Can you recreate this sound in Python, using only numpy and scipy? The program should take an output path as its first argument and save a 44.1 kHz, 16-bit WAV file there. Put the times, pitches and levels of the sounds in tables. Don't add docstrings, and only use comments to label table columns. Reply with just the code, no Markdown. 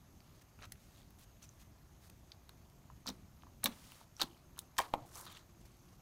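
import sys
import numpy as np
from scipy import signal
from scipy.fft import rfft, irfft, next_fast_len
from scipy.io import wavfile
from scipy.ndimage import uniform_filter1d

SR = 44100
rng = np.random.default_rng(int(sys.argv[2]) if len(sys.argv) > 2 else 0)


def voltage_ratio(level):
    return 10 ** (np.asarray(level, float) / 20)


def wav_record(signal):
    frames = np.transpose(np.atleast_2d(signal))
    bounded = np.clip(frames, -1, 1)
    quanta = np.round(bounded * 32767).astype(np.int16)
    wavfile.write(sys.argv[1], SR, quanta)


N = 265041
REST_GAP_HZ = 5100


def along(points, hz):
    f, value = np.transpose(points)
    return np.interp(np.log(hz + 1), np.log(f + 1), value)


def unit(x):
    return x / np.sqrt(np.mean(x ** 2) + 1e-20)


def filtered(x, response):
    m = next_fast_len(N + 8192)
    return irfft(rfft(x, m) * response(np.fft.rfftfreq(m, 1 / SR)), m)[:N]


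def laid(start_s, rows):
    at = np.round(start_s * SR).astype(int)[:, None] + np.arange(rows.shape[1])
    return np.bincount(np.clip(at, 0, N).ravel(), rows.ravel(), N + 1)[:N]


def swell(length_s, size, sharp):
    t = np.arange(size) / SR
    fall = length_s[:, None] / (1.4 + 1.4 * sharp)
    rise = sharp * fall
    return t, rise[:, 0], (t / rise) ** sharp * np.exp(sharp - t / fall)


def hush():
    # frequency in Hz, density in dB per Hz.
    hush_curve = [(15, -54), (25, -6.5), (47, 1), (108, 1), (232, -8), (368, -13), (457, -19.5),
                  (669, -16.5), (1510, -26), (2090, -27.5), (11600, -37.5), (15200, -32.5), (16500, -65)]
    # frequency in Hz, width in Hz, gain in dB.
    port_modes = [
        (6470, 710, 6.5),
        (11620, 450, 9.5),
    ]
    level_db, patchy_db = -63, 1.53
    z = signal.stft(rng.standard_normal(N), nperseg=512)[2]
    over_hz = uniform_filter1d(rng.standard_normal(z.shape), 8, 0)
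    patches = uniform_filter1d(over_hz, 12, 1)
    noise = signal.istft(z * voltage_ratio(patchy_db * unit(patches)), nperseg=512)[1][:N]

    def colour(f):
        port = 1 + sum(voltage_ratio(db) / (1 + (2 * (f - hz) / w) ** 2) for hz, w, db in port_modes)
        return voltage_ratio(along(hush_curve, f)) * port

    return voltage_ratio(level_db) * unit(filtered(noise, colour))


def effort():
    # start in seconds, end in seconds, effort at the start in dB,
    # effort at the end in dB, gap pitch in Hz.
    stroke_list = [(0.203, 0.4, -80, -76.5, 4700), (0.588, 0.656, -71, -62.5, 2620),
                   (.8, .97, -82, -81, 4340), (.97, 1.116, -72.5, -81, 4260),
                   (1.413, 1.697, -76, -84, 5950), (3.117, 3.25, -74, -84, 4700),
                   (3.693, 3.744, -64, -64.5, 3450), (3.74, 4.044, -72, -70.5, 4250),
                   (4.252, 4.44, -69.5, -83.5, 4400), (4.612, 4.703, -72, -88, 5530),
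                   (4.814, 4.932, -55, -77, 3900), (4.97, 5.06, -76, -77, 4100),
                   (5.057, 5.138, -73.5, -68.5, 6500), (5.129, 5.175, -66.5, -56, 5930),
                   (5.173, 5.204, -58, -61, 6500), (5.204, 5.229, -59.5, -64, 8000),
                   (5.228, 5.259, -64, -64, 5730), (5.263, 5.292, -59, -67, 3800),
                   (5.292, 5.334, -64, -63, 3700), (5.334, 5.38, -69, -61.5, 3400),
                   (5.376, 5.46, -75, -83, 4500), (5.46, 5.957, -80.5, -77.5, 5330),
                   (4.174, 4.195, -72, -70, 5900), (4.763, 4.78, -72, -69, 6000)]
    rest_db = -82.5
    t = np.arange(N) / SR
    over_db = np.zeros(N)
    gap_hz = np.full(N, float(REST_GAP_HZ))
    for start, end, first_db, last_db, hz in stroke_list:
        on = slice(round(start * SR), round(end * SR))
        over_db[on] = np.interp(t[on], [start, end], [first_db, last_db]) - rest_db
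        gap_hz[on] = hz
    return uniform_filter1d(over_db, size=200), gap_hz


def peeling():
    # pitch in Hz, spread in octaves, rate in grains per second, length in cycles.
    grain_sizes = [
        (1142, 1.42, 2600, 2),
        (3900, 1.17, 4800, 1.57),
        (10000, 0.69, 5400, 0.98),
    ]
    # resting level in dB, gain in dB per dB of effort,
    # tilt in dB per octave of gap pitch.
    follow_rules = [
        (-81, 0.7378, 2),
        (-83.5, 0.9855, -0.3),
        (-86.5, 1.0556, 7.5),
    ]
    spiky_db = 1.8
    over_db, gap_hz = effort()
    gap_octaves = np.log2(gap_hz / REST_GAP_HZ)
    bunching = unit(uniform_filter1d(rng.standard_normal(N), 350))
    clumps = voltage_ratio(2.8 * np.clip(bunching, -2, 2))
    out = np.zeros(N)
    for k, (hz, octaves, rate, cycles) in enumerate(grain_sizes):
        count = int(min(rate * N / SR, 60000))
        when, pitch, luck = rng.random((3, count))
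        when = when * N / SR
        centre = gap_hz[(when * SR).astype(int)] if k == 1 else hz
        f = centre * 2 ** (octaves * (2 * pitch - 1) ** 3)
        f = np.minimum(f, .36 * SR)[:, None]
        turns = np.arange(int(3 * cycles * SR / hz))[None] / SR * f
        rows = np.sin(2 * np.pi * turns) * turns * np.exp(-2.5 * turns / cycles)
        rows *= voltage_ratio(-spiky_db * np.log(luck[:, None] + 1e-3))
        grains = unit(laid(when, rows * np.sqrt(f / hz)) * np.roll(clumps, k * SR))
        rest_db, grows, tilt_db = follow_rules[k]
        out += voltage_ratio(rest_db + grows * over_db + tilt_db * gap_octaves) * grains
    return out


def pops(table, size, sharp, glide, rough, gain_db, splash_db):
    s, db, hz, ms = np.transpose(table)
    t, peak, shape = swell(ms / 1000, size, sharp)
    turns = hz[:, None] * t * (1 + glide * (t / (ms[:, None] / 1000) - 1) / 4)
    noise = rng.standard_normal(shape.shape)
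    walls = uniform_filter1d(noise, size // 40, axis=1)
    tone = np.sin(2 * np.pi * turns + rough * walls / walls.std())
    wet = uniform_filter1d(noise[::-1], size // 90 + 1, axis=1)
    splash_shape = np.sin(np.pi * (t / t[-1]) ** 0.27) ** 2
    splash = voltage_ratio(splash_db) * wet / wet.std() * np.sin(2 * np.pi * turns) * splash_shape
    level = voltage_ratio(db + gain_db)[:, None]
    return laid(s - peak, level * shape * tone) + laid(s - peak - t[-1] / 8, level * splash)


def clicks(small):
    # time in seconds, peak in dB, pitch in Hz, length in ms.
    click_list = [(0.205, -57, 4630, 0.65), (0.5903, -59, 2580, 1.35), (0.7215, -50, 3150, 0.8),
                  (0.7229, -47.5, 4530, 0.36), (1.4918, -51.5, 6300, 1.05), (2.3213, -51, 4330, 1.2),
                  (2.4934, -50, 3900, 1), (3.0685, -36.5, 4640, 0.5), (3.0777, -42, 4700, 0.9),
                  (3.0893, -38.5, 5700, 1.5), (3.0925, -46, 4850, 0.85), (3.6462, -36, 4020, 2.3),
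                  (3.6586, -24, 3605, 1.22), (3.6625, -30, 3830, 1.2), (3.9201, -52.5, 2870, 1.5),
                  (4.167, -51.5, 5700, 2), (4.197, -43, 2760, 1.3), (4.2083, -33.5, 4380, 1.6),
                  (4.2163, -23.5, 3930, 0.76), (4.2208, -23, 3900, 0.88), (4.2315, -36, 4080, 0.68),
                  (4.591, -40.5, 4020, 0.83), (4.564, -59, 2880, 0.8), (4.7824, -34, 5920, 0.6),
                  (4.7866, -32, 3340, 1.57), (4.7897, -36, 2580, 1.2), (4.7919, -32, 5170, 0.49),
                  (4.9405, -46, 3140, 0.56), (5.156, -42.5, 6200, 0.56), (5.2645, -54, 4810, 0.71)]
    return pops(click_list + small, size=500, sharp=.7, glide=0.049, rough=0.34, gain_db=5.0, splash_db=-19.5)


def gulps(large):
    # time in seconds, peak in dB, pitch in Hz, length in ms.
    gulp_list = [(0.5906, -58, 1340, 3.4), (0.6208, -44, 1450, 0.41), (0.638, -54, 1410, 4),
                 (0.7215, -49, 2040, 1.8), (2.4942, -50, 1200, 1.1), (2.9016, -48.5, 1040, 2.6),
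                 (3.0613, -42, 1020, 2.1), (3.0767, -47, 1320, 4.1), (3.0931, -38, 930, 1.7),
                 (3.4355, -48, 1120, 1.8), (3.4694, -52.5, 1070, 3), (3.637, -43, 1330, 2.1),
                 (3.6431, -37, 644, 1.9), (3.6505, -38, 638, 1.5), (3.6606, -31, 1190, 3.24),
                 (3.6672, -38, 890, 3.1), (4.0138, -49, 970, 1.6), (4.1995, -44, 1060, 0.82),
                 (4.2095, -45, 1490, 1.9), (4.2182, -31, 936, 2.23), (4.2217, -37, 1020, 1.4),
                 (4.2355, -42, 950, 2.1), (4.5828, -45.5, 1100, 1.8), (4.7867, -30, 1250, 0.97),
                 (4.7922, -22.5, 1040, 4.3), (4.7992, -29.5, 950, 3.46), (4.8035, -27, 797, 2.14),
                 (4.8129, -41, 865, 1.8), (4.9392, -19.5, 800, 1.8), (4.948, -36.5, 800, 3.04),
                 (0.631, -57, 1940, 4.2), (.643, -59, 1940, 6.2), (3.085, -51, 1900, 1.5),
                   (3.635, -43, 2070, 1.2), (3.6383, -46, 1700, 2.4), (3.642, -24, 9180, 0.8),
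                   (3.6452, -32, 13700, 1.3), (.205, -59, 2600, 0.7), (2.3197, -53, 3250, 0.72),
                   (3.6598, -27, 2410, 1.06), (3.665, -39.5, 592, 4.5), (4.7858, -28.5, 1105, 1.9),
                   (4.7884, -28.5, 1730, 4.65), (4.803, -38, 1990, 1.9), (4.812, -46, 1770, 5),
                   (4.9388, -39.5, 2320, 1.23), (4.9416, -35, 597, 3.7), (5.029, -53, 118, 28)]
    return pops(gulp_list + large, size=1400, sharp=.8, glide=-0.092, rough=0.28,
                gain_db=1.34, splash_db=-29.0)


def gritty_hiss(table, colour, grit_share):
    t = np.arange(N) / SR
    stroke = sum(voltage_ratio(db) * np.exp(-(2 * (t - s) / ms * 1000) ** 6) for s, db, ms in table)
    lumps = np.abs(unit(uniform_filter1d(rng.standard_normal(N), 60)))
    grit = rng.standard_normal(N) * (1 + grit_share * lumps ** 2)
    return stroke * unit(filtered(grit, colour))


def skin(f):
    return f / (f + 300) / (1 + (f / 13000) ** 2)


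def rubs():
    # middle in seconds, level in dB, length in ms.
    rub_list = [(0.265, -76, 20), (5.612, -71, 15), (5.66, -68.5, 17), (5.32, -63, 14), (0.42, -68, 17),
                (1.2, -69, 33), (1.23, -67.5, 38), (1.437, -64.5, 35), (1.614, -66.5, 39), (2.05, -69, 73),
                (3.85, -66.5, 360), (0.904, -73.5, 250), (0.42, -69, 3), (2.1, -57, 5.1), (2.7, -64.5, 1.9)]
    return gritty_hiss(rub_list, skin, grit_share=0.21)


def snaps():
    # time in seconds, peak in dB, centre in Hz, length in ms.
    snap_list = [(0.6545, -54.5, 7760, 2.5), (0.7216, -41.5, 11100, 2.75), (1.1064, -55, 12400, 1.2),
                 (1.1937, -53, 12100, 0.6), (2.1766, -63, 11950, 0.39), (2.319, -64, 12320, 1.5),
                 (2.4929, -55.5, 11800, 3.1), (3.0678, -46, 11900, 1.3), (3.083, -42, 9260, 1.4),
                 (3.089, -42.5, 9500, 1.9), (3.1018, -47, 8700, 1.4), (3.6426, -22.5, 13500, 1.2),
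                 (3.6589, -29, 14300, 0.65), (3.9195, -50.5, 15460, 1.1), (4.2009, -44, 11800, 0.9),
                 (4.2161, -27, 11000, 0.55), (4.2207, -36, 7200, 0.46), (4.2312, -33, 7840, 0.23),
                 (4.5786, -49, 12380, 0.43), (4.5915, -31.5, 9650, 1.05), (4.7832, -29, 8400, 0.57),
                 (4.786, -31.5, 13000, 1.7), (4.788, -28, 9700, 1.15), (4.791, -31, 10200, 0.53),
                 (4.8114, -37, 14450, 0.53), (4.9374, -46, 11100, 1.1), (5.155, -49, 8600, 6.1),
                 (5.206, -51, 11280, 0.79), (5.211, -48, 8460, 3.7), (5.2535, -50, 9600, 2.8)]
    ring_share, spray_db, spray_t60 = 0.78, -18.5, 0.036
    s, db, hz, ms = np.transpose(snap_list)
    t, peak, shape = swell(ms / 1000, size=900, sharp=.45)
    noise = rng.standard_normal(shape.shape)
    crack = shape * (ring_share * np.sin(2 * np.pi * hz[:, None] * t) + 1.18 * noise)
    crack /= np.abs(crack).max(axis=1, keepdims=True)
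    spray = voltage_ratio(spray_db - 60 * t / spray_t60) * noise[::-1]
    x = laid(s - peak, voltage_ratio(db + 10.5)[:, None] * (crack + spray))

    def small_source(f):
        return (1j * f / 6000 / (1 + 1j * f / 6000)) ** 2 / (1 + 1j * f / 12000)

    return filtered(x, small_source)


def bursts():
    # time in seconds, peak in dB, pitch in
    # Hz, width in cycles.
    burst_list = [(.6385, -48, 6000, .7), (.6795, -60, 12000, .6), (.7209, -37, 7500, 0.67),
                  (.7229, -42, 6000, .55), (.757, -54, 2500, .8), (2.3190, -36.5, 4260, 1.3),
                  (2.381, -58, 12500, .6), (2.493, -40, 9000, 0.49), (3.0602, -52, 5000, .6),
                  (3.0675, -44, 7000, 1.5), (3.0755, -26.5, 4870, 1.7), (3.0827, -33, 6500, 0.54),
                  (3.0915, -31, 5000, .7), (3.423, -49, 3000, 0.89), (3.435, -54, 2800, 1),
                  (3.6402, -39, 12000, 1.5), (3.6416, -12.5, 11700, 0.82), (3.6435, -33, 8000, 1.5),
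                  (3.6585, -14, 12500, 0.88), (3.6693, -38, 5500, .7), (3.6722, -38, 4200, 1.5),
                  (4.2157, -22, 10000, 0.76), (4.2206, -25, 8000, .6), (4.2184, -31, 4200, 0.79),
                  (4.2183, -26, 4000, 1.4), (4.228, -36, 7500, .7), (4.2342, -41, 5500, .9),
                  (4.5789, -44, 6000, .6), (4.591, -22.5, 8000, 0.58), (4.7684, -41, 3500, 0.35),
                  (4.7817, -20.5, 6500, 0.81), (4.7846, -22, 4000, 0.76), (4.7855, -27, 4500, 0.67),
                  (4.7855, -23, 9000, 0.56), (4.7897, -23, 6000, .6), (4.8022, -32, 6000, .8),
                  (4.808, -32, 8500, 0.65), (4.9383, -28.5, 2920, 0.61), (4.9386, -33, 2370, 1),
                  (5.1425, -52, 6000, .8), (5.1725, -44, 7500, .9), (5.184, -48, 6500, 1.2),
                  (5.191, -49, 9000, .8), (5.279, -48, 3800, .9), (5.272, -45, 4000, .9),
                  (5.32, -50, 14000, 1.0), (5.371, -43, 3200, 0.86), (5.376, -43, 6000, .7),
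                  (.5925, -56, 900, 0.79), (.6005, -56, 1500, .8), (.6205, -50, 1300, 0.86),
                 (.6495, -54, 1500, 1.1), (2.4955, -51, 2000, .8), (3.6715, -40, 596, 1.3),
                 (3.922, -51, 1000, 1.1), (4.2195, -38, 566, 1.4), (4.226, -48.5, 560, 1.5),
                 (4.572, -52, 1100, 1.2), (4.7695, -51, 1900, 1.2), (4.797, -38, 564, 1.3),
                 (4.955, -41, 650, 1.3)]
    lean = 0.44
    s, db, hz, cycles = np.transpose(burst_list)[..., None]
    t = np.arange(-150, 150) / SR
    rows = np.cos(2 * np.pi * hz * t + lean) * np.exp(-(hz * t / cycles) ** 2 * 2)
    return laid(s[:, 0] + t[0], voltage_ratio(db) * rows)


def strings():
    # start in seconds, length in ms, first peak in dB, pitch in Hz.
    string_list = [(.95, 82, -65, 3550), (5.285, 96, -59, 3300), (5.3, 65, -59.5, 3350),
                   (5.285, 90, -57, 1200), (8.3, 15, -59, 3500), (4.8, 25, -48, 2310),
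                   (4.25, 97, -63.5, 3100), (.621, 32, -53, 1390), (.625, 33, -57.5, 2550),
                   (1.4255, 30, -56, 6300), (3.08, 8, -43, 4200), (3.1, 3.4, -51.5, 3900),
                   (3.667, 8, -53, 3300), (4.223, 11, -42, 3900), (4.8, 3.3, -49, 3400),
                   (4.84, 27, -49, 1060), (4.965, 87, -53, 770), (5.183, 28, -68, 3900),
                   (5.155, 77, -51, 1050), (5.266, 15, -52, 1200), (5.266, 14, -53, 3860)]
    count, small_hz = 7, 2300
    fade_db, scatter_db, pitch_spread, ring_cycles = -3, 2.2, 0.056, 4.5
    s, ms, db, hz = np.transpose(string_list)[..., None]
    late, size, pitch, life = np.moveaxis(rng.standard_normal((len(string_list), count, 4)), 2, 0)
    place = np.clip((np.arange(count) + .3 * late) / (count - 1), 0, 1)
    f = hz * np.exp(pitch_spread * pitch)
    cycles = ring_cycles * (hz / 3000) ** .6 * np.exp(.3 * life)
    peak_db = db + fade_db * place + scatter_db * size
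    rows = np.array([s + place * ms / 1000, peak_db, f, 1000 * cycles / f])
    rows = rows.reshape(4, -1).T
    large = np.repeat(hz.ravel() < small_hz, count)
    return rows[large].tolist(), rows[~large].tolist()


def hollow(f):
    # frequency in Hz, width in Hz, gain in dB.
    cavity_modes = [
        (1250, 820, 2),
        (3950, 940, -2),
        (6200, 1900, -6.5),
    ]
    return 0.12 * skin(f) + sum(voltage_ratio(db) / (1 + (2 * (f - hz) / w) ** 2) for hz, w, db in cavity_modes)


def squish():
    # middle in seconds, level in dB, length in ms.
    squish_list = [(.639, -61.5, 45), (4.58, -67, 17), (3.083, -55, 47), (3.638, -51, 11.7),
                   (3.668, -46.5, 22), (4.2185, -45.5, 42), (5.32, -66, 220)]
    return gritty_hiss(squish_list, hollow, grit_share=0.57)


def thuds():
    # time in seconds, peak in dB, pitch in Hz, length in ms.
    thud_list = [(3.0729, -46.5, 220, 10.6), (3.0892, -40.5, 235, 11.9), (3.1063, -39.5, 214, 6.3),
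                 (3.6523, -38, 227, 17), (3.6747, -41, 254, 9.1), (3.6894, -40.5, 249, 12),
                 (4.2248, -44.5, 321.6, 23.6), (4.2415, -38.5, 256, 4.8), (4.7863, -60, 230, 9.7),
                 (4.8018, -51, 265, 3.8), (4.941, -39.5, 324, 7.6), (4.98, -46, 258, 4.4)]
    return pops(thud_list, size=3000, sharp=0.98, glide=-0.02, rough=0.28, gain_db=0.0, splash_db=-16.5)


def table_hum():
    t = np.arange(N) / SR
    ring = filtered(rng.standard_normal(N), lambda f: 1 / (1 + ((f - 350) / 12) ** 2))
    return voltage_ratio(-75.5) * np.exp(-((t - 5.4) / 0.56) ** 4) * unit(ring)


def room(x, wet_db):
    # frequency in Hz, time to fall by 60 dB in seconds.
    decay_curve = [(150, 0.5), (900, 0.22), (3000, 0.097), (8000, 0.12), (16000, 0.14)]
    # delay in ms, level in dB.
    echo_list = [(.6, -72), (1.3, -17.5), (2.2, -23)]
    out = x.copy()
    for ms, db in echo_list:
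        out += voltage_ratio(db) * np.roll(x, round(ms * SR / 1000))
    step = SR // 5
    for start in range(0, N, step):
        hz, t, z = signal.stft(rng.standard_normal(SR // 2), SR, nperseg=128)
        decay = voltage_ratio(-60 * t / along(decay_curve, hz)[:, None])
        tail = signal.istft(z * decay, SR, nperseg=128)[1]
        wet = signal.fftconvolve(x[start:start + step], tail / np.linalg.norm(tail))
        out[start + 130:][:len(wet)] += voltage_ratio(wet_db) * wet[:max(N - start - 130, 0)]
    return out


def scene():
    large, small = strings()
    films = snaps() + bursts()
    low = room(gulps(large) + thuds(), wet_db=-13.0)
    high = room(clicks(small) + 0.62 * films, wet_db=-12.5)
    near = low + high + 0.38 * films
    soft = hush() + peeling() + rubs() + squish() + table_hum()
    soft = filtered(soft, lambda f: np.interp(f, [15750, 15950], [1.2, .15]))
    return (near + soft)[None]


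def band_limit(x):
    return signal.sosfilt(signal.butter(12, 17050, fs=SR, output="sos"), x)


def record(dry):
    heard = filtered(dry[0], lambda f: np.interp(f, [15500, 16100, 16900, 17050], [1, .3, .18, 0]))
    return band_limit(heard[None])


dry = scene()
out = record(dry)
wav_record(out)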